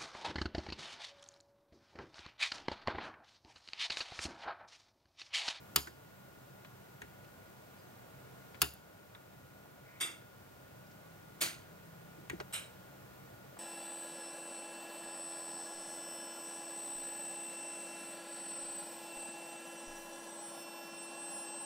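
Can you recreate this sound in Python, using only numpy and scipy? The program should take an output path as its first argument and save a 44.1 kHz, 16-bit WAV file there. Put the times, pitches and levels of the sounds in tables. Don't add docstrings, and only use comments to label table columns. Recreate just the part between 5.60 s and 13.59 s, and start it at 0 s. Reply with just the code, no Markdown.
import sys
import numpy as np
from scipy import signal
from scipy.fft import rfft, irfft, next_fast_len
from scipy.io import wavfile
from scipy.ndimage import uniform_filter1d

SR = 44100
rng = np.random.default_rng(int(sys.argv[2]) if len(sys.argv) > 2 else 0)


def wav_out(sig):
    wavfile.write(sys.argv[1], SR, np.round(np.clip(np.atleast_2d(sig).T, -1, 1) * 32767).astype(np.int16))


def natural_amplitude(level_db):
    exponent = np.asarray(level_db, float) / 20
    return 10 ** exponent


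N = 352359

# (time [s], level [dB])
HISS_SWELL = [(0, 2.5), (1.5, 1), (2.9, 2.5), (4.2, 0), (5.5, 1.5), (7.5, 2.5)]
# (frequency [Hz], level [dB per Hz])
ROOM_TONE = [(25, -23), (76, -19), (130, 0.5), (200, -8.5), (300, -6.5), (575, -7.5), (1500, -14.5),
             (16000, -40)]
# (frequency [Hz], level [dB per Hz])
MIC_NOISE = [(2000, -40.5), (7000, -28.5), (11000, -29.5), (15800, -26.5)]
# (frequency [Hz], width [Hz], level [dB rms])
ROOM_MODES = [(61.5, 38, -74.5), (97.5, 6.5, -71), (129.5, 12, -69), (194, 4.4, -70.5), (600, 85, -70)]
# (frequency [Hz], likeness [0-1])
HISS_LIKENESS = [(100, 1), (220, 0.48), (400, 0.99), (650, 0.52), (1000, .32), (2000, 0.42), (5000, 0.11),
                 (9000, .03)]
# (frequency [Hz], likeness [0-1])
CLICK_LIKENESS = [(300, 1), (2000, 0.62), (5000, 0.91), (9000, 0.43), (14000, 0.19)]
# (frequency [Hz], time to fall 60 dB [s])
ROOM_DECAY = [(250, 0.44), (660, 0.3), (1740, 0.36), (4590, 0.34), (12100, 0.27)]

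# (time [s], slot whine [Hz])
FAN_SPEED = [(0, 1422), (.5, 1427), (1.4, 1424), (1.65, 1438), (2.1, 1423), (2.55, 1430), (2.95, 1416),
             (3.2, 1432), (3.7, 1417), (3.95, 1429), (4.25, 1432), (4.95, 1420), (5.33, 1443), (5.75, 1426),
             (6.0, 1423), (6.25, 1433), (7.0, 1423), (7.99, 1425)]
# (multiple of the shaft speed [-], level [dB])
FAN_ORDERS = [(36, 0.5), (37, -7.5), (360, -15)]
# (time [s], hum [Hz], level [dB rms])
VEHICLE = [
    (4.9, 163, -78),
    (5.5, 163.8, -62),
    (6.2, 163.7, -63.5),
    (6.7, 168, -62),
    (7.1, 185.4, -66.5),
    (7.6, 199.2, -76),
    (7.99, 200, -72),
]

# (time [s], peak [dB], centre [Hz], left minus right [dB])
TICKS = [(.2712, -43, 4440, .5), (1.046, -54, 3370, 4), (1.047, -44, 1780, 1), (1.6442, -50.5, 2400, -1),
         (2.9447, -46, 1990, 7), (3.009, -46, 5000, 9), (3.5486, -44, 1290, -1), (6.8004, -38, 3300, 1),
         (6.8, -33.5, 1330, 1), (7.9688, -44.5, 900, 3)]
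# (time [s], peak [dB], centre [Hz], left minus right [dB])
PINGS = [
    (.158, -27, 14000, 5),
    (.2712, -37.5, 1570, .5),
    (3.137, -41, 13000, 0),
    (4.056, -50, 816, -4),
    (5.313, -58, 5400, -4),
]
# (time [s], peak [dB], pitch [Hz], time to fall 60 dB [s], left minus right [dB])
SQUEAKS = [
    (2.168, -65, 4900, 0.26, 2),
    (2.27, -69, 6200, .1, 2),
    (3.5478, -47.5, 3600, .04, 5),
    (5.266, -63, 5150, .04, -6),
]
# (time [s], peak [dB], start [Hz], end [Hz], time to fall 60 dB [s])
KNOCKS = [
    (0.274, -44.5, 348, 350, 0.1),
    (3.068, -42, 300, 300, .06),
    (6.584, -41, 320, 340, 0.045),
    (6.732, -31, 368, 280, 0.061),
    (6.74, -37.5, 198, 165, 0.071),
    (6.807, -32.5, 392, 470, 0.046),
    (6.812, -43, 600, 600, .06),
]

# (time [s], peak [dB], finger lands earlier by [s], direct sound [dB])
WALL = [
    (4.408, -25, 0.006, -2),
    (5.8117, -19, 0.0044, -18),
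    (6.9328, -28, 0.0074, -12),
]
# (frequency [Hz], level [dB per Hz])
WALL_COLOUR = [
    [(150, -35), (400, 0), (3000, -4), (4150, -30), (5500, -1.5), (13500, -24), (15000, -38)],
    [(100, -12), (180, 1.5), (1000, -3.5), (5000, -5), (10000, -1.5), (16000, -10)],
    [(150, -35), (500, 2), (3000, -4), (6500, -8), (13000, -19), (15000, -30)],
]
# (frequency [Hz], width [Hz], level [dB])
WALL_RINGS = [
    [(340, 58, 3), (1360, 370, 1), (2160, 270, 4.5), (2700, 110, 4.5), (3483, 310, 7), (4800, 310, -2),
     (6900, 700, -5.5), (8540, 560, 3.5), (9440, 540, -1), (12600, 1400, -11)],
    [(340, 25, 0), (620, 82, -1), (1380, 160, -1.5), (2160, 1100, -1.5), (3300, 990, -6), (4400, 700, -2),
     (6500, 1100, -4), (8860, 1400, -4), (12800, 1600, -13.5)],
    [(1460, 350, 1), (2320, 250, 4), (2910, 420, 4.5), (3880, 340, 1.5), (5300, 420, -7.5), (8400, 1100, 3),
     (9500, 390, -2), (12600, 1000, -9)],
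]
# (frequency [Hz], width [Hz], depth [0-1])
WALL_NOTCH = [
    (4150, 330, .92),
    (5500, 300, .2),
    (4670, 360, 0.53),
]

# (time [s], peak [dB], left minus right [dB])
LAMP_ON = [
    (0.1601, -8, 2),
    (3.017, -6.5, 3),
]
# (frequency [Hz], level [dB per Hz])
LAMP_ON_COLOUR = [
    [(400, -41), (800, -19), (4000, -5), (5500, -12), (7000, -10), (16000, -12.5)],
    [(400, -31), (800, -3.5), (4000, -17), (5800, -7), (9000, -10), (16000, -8)],
]
# (frequency [Hz], width [Hz], level [dB])
LAMP_ON_RINGS = [
    [(1170, 550, -3.5), (2870, 860, -5.5), (4900, 670, 0.5), (6780, 520, -2), (8700, 600, -9),
     (10230, 660, -5), (13000, 560, -1.5), (14200, 500, -10)],
    [(1420, 340, -2.5), (2770, 300, 0.5), (3600, 430, -5.5), (4700, 690, -1.5), (7000, 760, -5.5),
     (10270, 300, 3), (13300, 650, -5), (14400, 360, -27.5)],
]
# (frequency [Hz], width [Hz], depth [0-1])
LAMP_ON_NOTCH = [
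    (5850, 620, 0.8),
    (5820, 400, 0.7),
]
# (time [s], peak [dB], left minus right [dB])
LAMP_OFF = [
    (1.4177, -35.5, 2.2),
    (6.6976, -29, 1.7),
]
# (frequency [Hz], level [dB per Hz])
LAMP_OFF_COLOUR = [(400, -17), (800, -20), (2200, 0.5), (5000, -25), (16000, -23)]
# (frequency [Hz], width [Hz], level [dB])
LAMP_OFF_RINGS = [(980, 170, -2.5), (1850, 600, 2.5), (3600, 1300, -12), (6580, 560, -8.5),
                  (8700, 700, -12), (12700, 1500, -30)]
# (frequency [Hz], level [dB], time to fall 60 dB [s])
LAMP_BODY = [(72.6, -8.5, 0.37), (141, -1.5, 0.1), (163, -24.5, 0.79), (267, -9.5, 0.18), (345, -2.5, 0.11),
             (416, -2, 0.13), (734, -16, 0.28)]

# (frequency [Hz], lead [radians])
MIC_LEAD = [(30, 0.18), (100, 0.36), (220, 0.92), (400, 1.75), (1000, 1.79), (3000, 1.54), (5500, 0.84),
            (10000, 0.75)]
# (frequency [Hz], left minus right [dB])
MIC_BALANCE = [(60, -4), (250, 1), (4000, -1), (11000, -0.7)]


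def evened(x):
    return x / np.sqrt(np.mean(x ** 2) + 1e-20)


def peaked(x):
    return x / np.abs(x.mean(0)).max()


def read(points, hz):
    f, value = np.transpose(points)
    return np.interp(np.log(hz + 1), np.log(f + 1), value, left=value[0], right=value[-1])


def follow(rows):
    s, *columns = np.transpose(rows)
    return [np.interp(np.arange(N) / SR, s, c) for c in columns]


def add(mix, s, sound):
    part = mix[:, round(s * SR):][:, :sound.shape[1]]
    part += sound[:, :part.shape[1]]


def panned(x, pan_db):
    return x * natural_amplitude(np.array([[pan_db / 2], [-pan_db / 2]]))


def paired(x, likeness):
    c = np.clip(read(likeness, np.fft.rfftfreq(x.shape[1], 1 / SR)), 0, 1)
    left, other = rfft(x, axis=1)
    right = c * left + np.sqrt(1 - c ** 2) * other
    return irfft(np.array([left, right]), x.shape[1], axis=1)


def wander(size):
    once = uniform_filter1d(rng.standard_normal(N), size=size)
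    return evened(uniform_filter1d(once, size=size))


def coloured(x, colour, rings, valley_db):
    hz = np.abs(np.fft.fftfreq(4096, 1 / SR))
    peaks = sum((natural_amplitude(db) / (1 + 2 * ((hz - f) / w) ** 2)) ** 2 for f, w, db in rings)
    broad = natural_amplitude(np.maximum(read(colour, hz) + valley_db, -90)) ** 2
    log_gain = np.log(broad + peaks) / 2
    phase = signal.hilbert(log_gain).imag
    taps = np.fft.ifft(np.exp(log_gain - 1j * phase)).real[:2048]
    return signal.fftconvolve(x, taps[None], axes=1)


def notched(x, hz, width, depth):
    band = signal.lfilter(*signal.iirpeak(hz, hz / width, fs=SR), x, axis=1)
    return x - np.clip(depth, 0, 1) * band


def rattle(t60, rise):
    t = np.arange(6000) / SR
    spikes = natural_amplitude(2.5 * rng.standard_normal(6000))
    noise = paired(rng.standard_normal((2, 6000)), CLICK_LIKENESS) * spikes
    z = rfft(noise * (1 - np.exp(-t / rise)) * natural_amplitude(-60 * t / t60), axis=1)
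    z = z / np.sqrt(uniform_filter1d(np.abs(z) ** 2, size=70, axis=1))
    fade_out = np.clip((t[-1] - .01 - t) / .02, 0, 1)
    return evened(irfft(z, 6000, axis=1) * fade_out)


def ring(hz, end_hz, t60, rise):
    t = np.arange(20000) / SR
    glide = end_hz + (hz - end_hz) * np.exp(-t / 0.028)
    return np.sin(2 * np.pi * np.cumsum(glide) / SR) * natural_amplitude(-60 * t / t60) * (1 - np.exp(-t / rise))


def room(gap, build):
    noise = paired(rng.standard_normal((2, 30000)), CLICK_LIKENESS)
    hz, t, z = signal.stft(noise, SR, nperseg=128)
    rise = 1 - np.exp(-(t + 0.0013) / (build * (1 + 2500 / (hz[:, None] + 300))))
    clumps = uniform_filter1d(rng.standard_normal(z.shape[1:]), size=4, axis=0)
    clumps_db = 2 * evened(uniform_filter1d(clumps, size=3, axis=1))
    decay = natural_amplitude(-60 * t / read(ROOM_DECAY, hz)[:, None])
    tail = signal.istft(z * rise * natural_amplitude(clumps_db) * decay, SR, nperseg=128)[1]
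    return np.pad(tail / np.linalg.norm(tail[0]), ((0, 0), (round(gap * SR), 0)))


def hiss():
    hz = np.fft.rfftfreq(N, 1 / SR)
    colour = np.hypot(natural_amplitude(read(ROOM_TONE, hz)), natural_amplitude(read(MIC_NOISE, hz))) * (hz < 15880)
    air = irfft(rfft(rng.standard_normal((2, N)), axis=1) * colour, N, axis=1)
    air = natural_amplitude(-58.5) * evened(paired(air, HISS_LIKENESS))
    for f, width, db in ROOM_MODES:
        r = np.exp(-np.pi * width / SR)
        poles = [1, -2 * r * np.cos(2 * np.pi * f / SR), r * r]
        air = air + natural_amplitude(db) * evened(signal.lfilter([1, 0, -1], poles, rng.standard_normal(N)))
    return natural_amplitude(follow(HISS_SWELL)[0]) * air


def fan():
    t = np.arange(N) / SR
    hunt_hz, hunts_per_s = 2.2, 2.6
    slot_hz = follow(FAN_SPEED)[0] + hunt_hz * np.cos(2 * np.pi * hunts_per_s * (t - .5))
    shaft = 2 * np.pi * np.cumsum(uniform_filter1d(slot_hz / 36, size=3000)) / SR
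    fan_db = -71 + 0.87 * wander(5000)
    lag = np.array([[0], [.6]])
    whine = sum(natural_amplitude(fan_db + db) * np.sin(round(k) * shaft + lag) for k, db in FAN_ORDERS)
    whistle = natural_amplitude(-88.5) * np.sin(2 * np.pi * 14310 * t)
    return np.sqrt(2) * (panned(whine, 9.5) + whistle)


def vehicle():
    hz, db = follow(VEHICLE)
    flutter_db = 2 * wander(3000)
    return np.sqrt(2) * natural_amplitude(db + flutter_db) * np.sin(2 * np.pi * np.cumsum(hz) / SR)


def sleeve(mix):
    length_s, rise_s = .22, 0.068
    t = np.arange(0, length_s, 1 / SR)
    hz = 1780 + 386 * np.minimum(t / (2 * rise_s), 1)
    cloth = uniform_filter1d(rng.standard_normal((2, 20000)), size=70, axis=1)[:, :len(t)]
    turning = np.exp(2j * np.pi * np.cumsum(hz) / SR)
    whisper = evened((turning * (cloth[0] + 1j * cloth[1])).real)
    stroke = np.minimum(t / rise_s, 1) ** 2 * np.minimum((length_s - t) / .02, 1)
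    add(mix, 4.2, natural_amplitude(-64.5) * stroke * whisper * np.ones((2, 1)))


def tick(mix, s, db, hz, width, t60, pan_db):
    touch = rattle(t60, 0.00059)
    touch[:, 8] += 12.
    sound = coloured(touch, [(100, -40), (800, -3), (16000, -18)], [(hz, width, 0)], valley_db=-23)
    add(mix, s, panned(natural_amplitude(db) * peaked(sound), pan_db))


def fingers(mix):
    for rows, spread in ((TICKS, 1.05), (PINGS, 0.31)):
        for s, db, hz, pan_db in rows:
            t60 = 0.058 / (1 + (hz / 9000) ** 2)
            tick(mix, s, db, hz, spread * hz, t60, pan_db)
    for s, db, hz, t60, pan_db in SQUEAKS:
        tick(mix, s, db, hz, 13 / t60, t60, pan_db)
    for s, db, hz, end_hz, t60 in KNOCKS:
        add(mix, s, natural_amplitude(db) * ring(hz, end_hz, t60, 0.0016) * np.ones((2, 1)))


def wall(mix, row, colour, rings):
    s, db, lead, direct_db = row
    heard = room(lead, 0.0012)
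    add(heard, lead, natural_amplitude(direct_db - 50.0) * rattle(0.028, 0.0016))
    finger = natural_amplitude(-12) * room(0, 0.00067)
    add(heard, 0, finger)
    heard = coloured(heard, colour, rings, valley_db=-7.0)
    add(mix, s - lead, panned(natural_amplitude(db) * peaked(heard), -.5))


def lamp(mix, row, colour, rings, t60, housing_db, thump_db, room_db):
    s, db, pan_db = row
    housing = signal.lfilter(*signal.butter(2, 3500, fs=SR), rattle(3.5 * t60, 0.0043))
    strike = rattle(t60, 0.00052) + natural_amplitude(housing_db) * housing
    snap = coloured(strike, colour, rings, valley_db=-1.5)
    gain = natural_amplitude(db) / np.abs(snap.mean(0)).max()
    add(mix, s, panned(gain * snap, pan_db))
    slap = coloured(rattle(t60, .001), colour, rings, valley_db=-3.0)
    add(mix, s + 0.02, natural_amplitude(-22) * gain * slap)
    thump = sum(natural_amplitude(level_db) * ring(hz, hz, decay, 0.0021) for hz, level_db, decay in LAMP_BODY)
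    add(mix, s + 0.00327, natural_amplitude(db + thump_db) * np.array([thump, thump]))
    echo = np.linalg.norm(strike[0]) * coloured(room(0.023, 0.0015), colour, rings, valley_db=-2.5)
    add(mix, s, gain * natural_amplitude(room_db) * echo)


def scene():
    mix = hiss() + fan() + vehicle()
    for row, colour, rings, notch in zip(LAMP_ON, LAMP_ON_COLOUR, LAMP_ON_RINGS, LAMP_ON_NOTCH):
        click = np.zeros((2, N))
        lamp(click, row, colour, rings, t60=0.03, housing_db=-2, thump_db=-25, room_db=-16.5)
        mix = mix + notched(click, *notch)
    for row in LAMP_OFF:
        lamp(mix, row, LAMP_OFF_COLOUR, LAMP_OFF_RINGS, t60=.0235, housing_db=-3.5, thump_db=-13, room_db=-16)
    for row, colour, rings, notch in zip(WALL, WALL_COLOUR, WALL_RINGS, WALL_NOTCH):
        click = np.zeros((2, N))
        wall(click, row, colour, rings)
        mix = mix + notched(click, *notch)
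    fingers(mix)
    sleeve(mix)
    return mix


def roll_off(x):
    return signal.sosfilt(signal.butter(12, 16710, fs=SR, output="sos"), x)


def record(dry):
    power_db = 10 * np.log10(signal.lfilter([.002], [1, -.998], (dry ** 2).mean(0)) + 1e-12)
    fall_db = np.arange(N) * 7.0 / SR
    held_db = np.maximum.accumulate(power_db + fall_db) - fall_db
    over_db = np.maximum(held_db + 30, 0)
    levelled = dry / natural_amplitude(0.34 * over_db)

    size = next_fast_len(N + 4000)
    hz = np.fft.rfftfreq(size, 1 / SR)
    tilt = natural_amplitude(read(MIC_BALANCE, hz) / 2) * np.exp(.5j * read(MIC_LEAD, hz))
    left, right = rfft(levelled, size, axis=1) * np.array([tilt, 1 / tilt])
    top = hz > 11250
    mid = (left + right) / 2 * np.where(top, natural_amplitude(2.5), 1)
    side = (left - right) / 2 * np.where(top, natural_amplitude(-12.5), 1)

    low_cut = 1 / np.hypot(1, (45 / (hz + 1)) ** 3)
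    high_cut = np.interp(hz, [15800, 16050, 16400, 16650], [1, .08, .08, 0])
    stereo = np.array([mid + side, mid - side]) * low_cut * high_cut
    return roll_off(irfft(stereo, size, axis=1)[:, :N])


dry = scene()
out = record(dry)
wav_out(out)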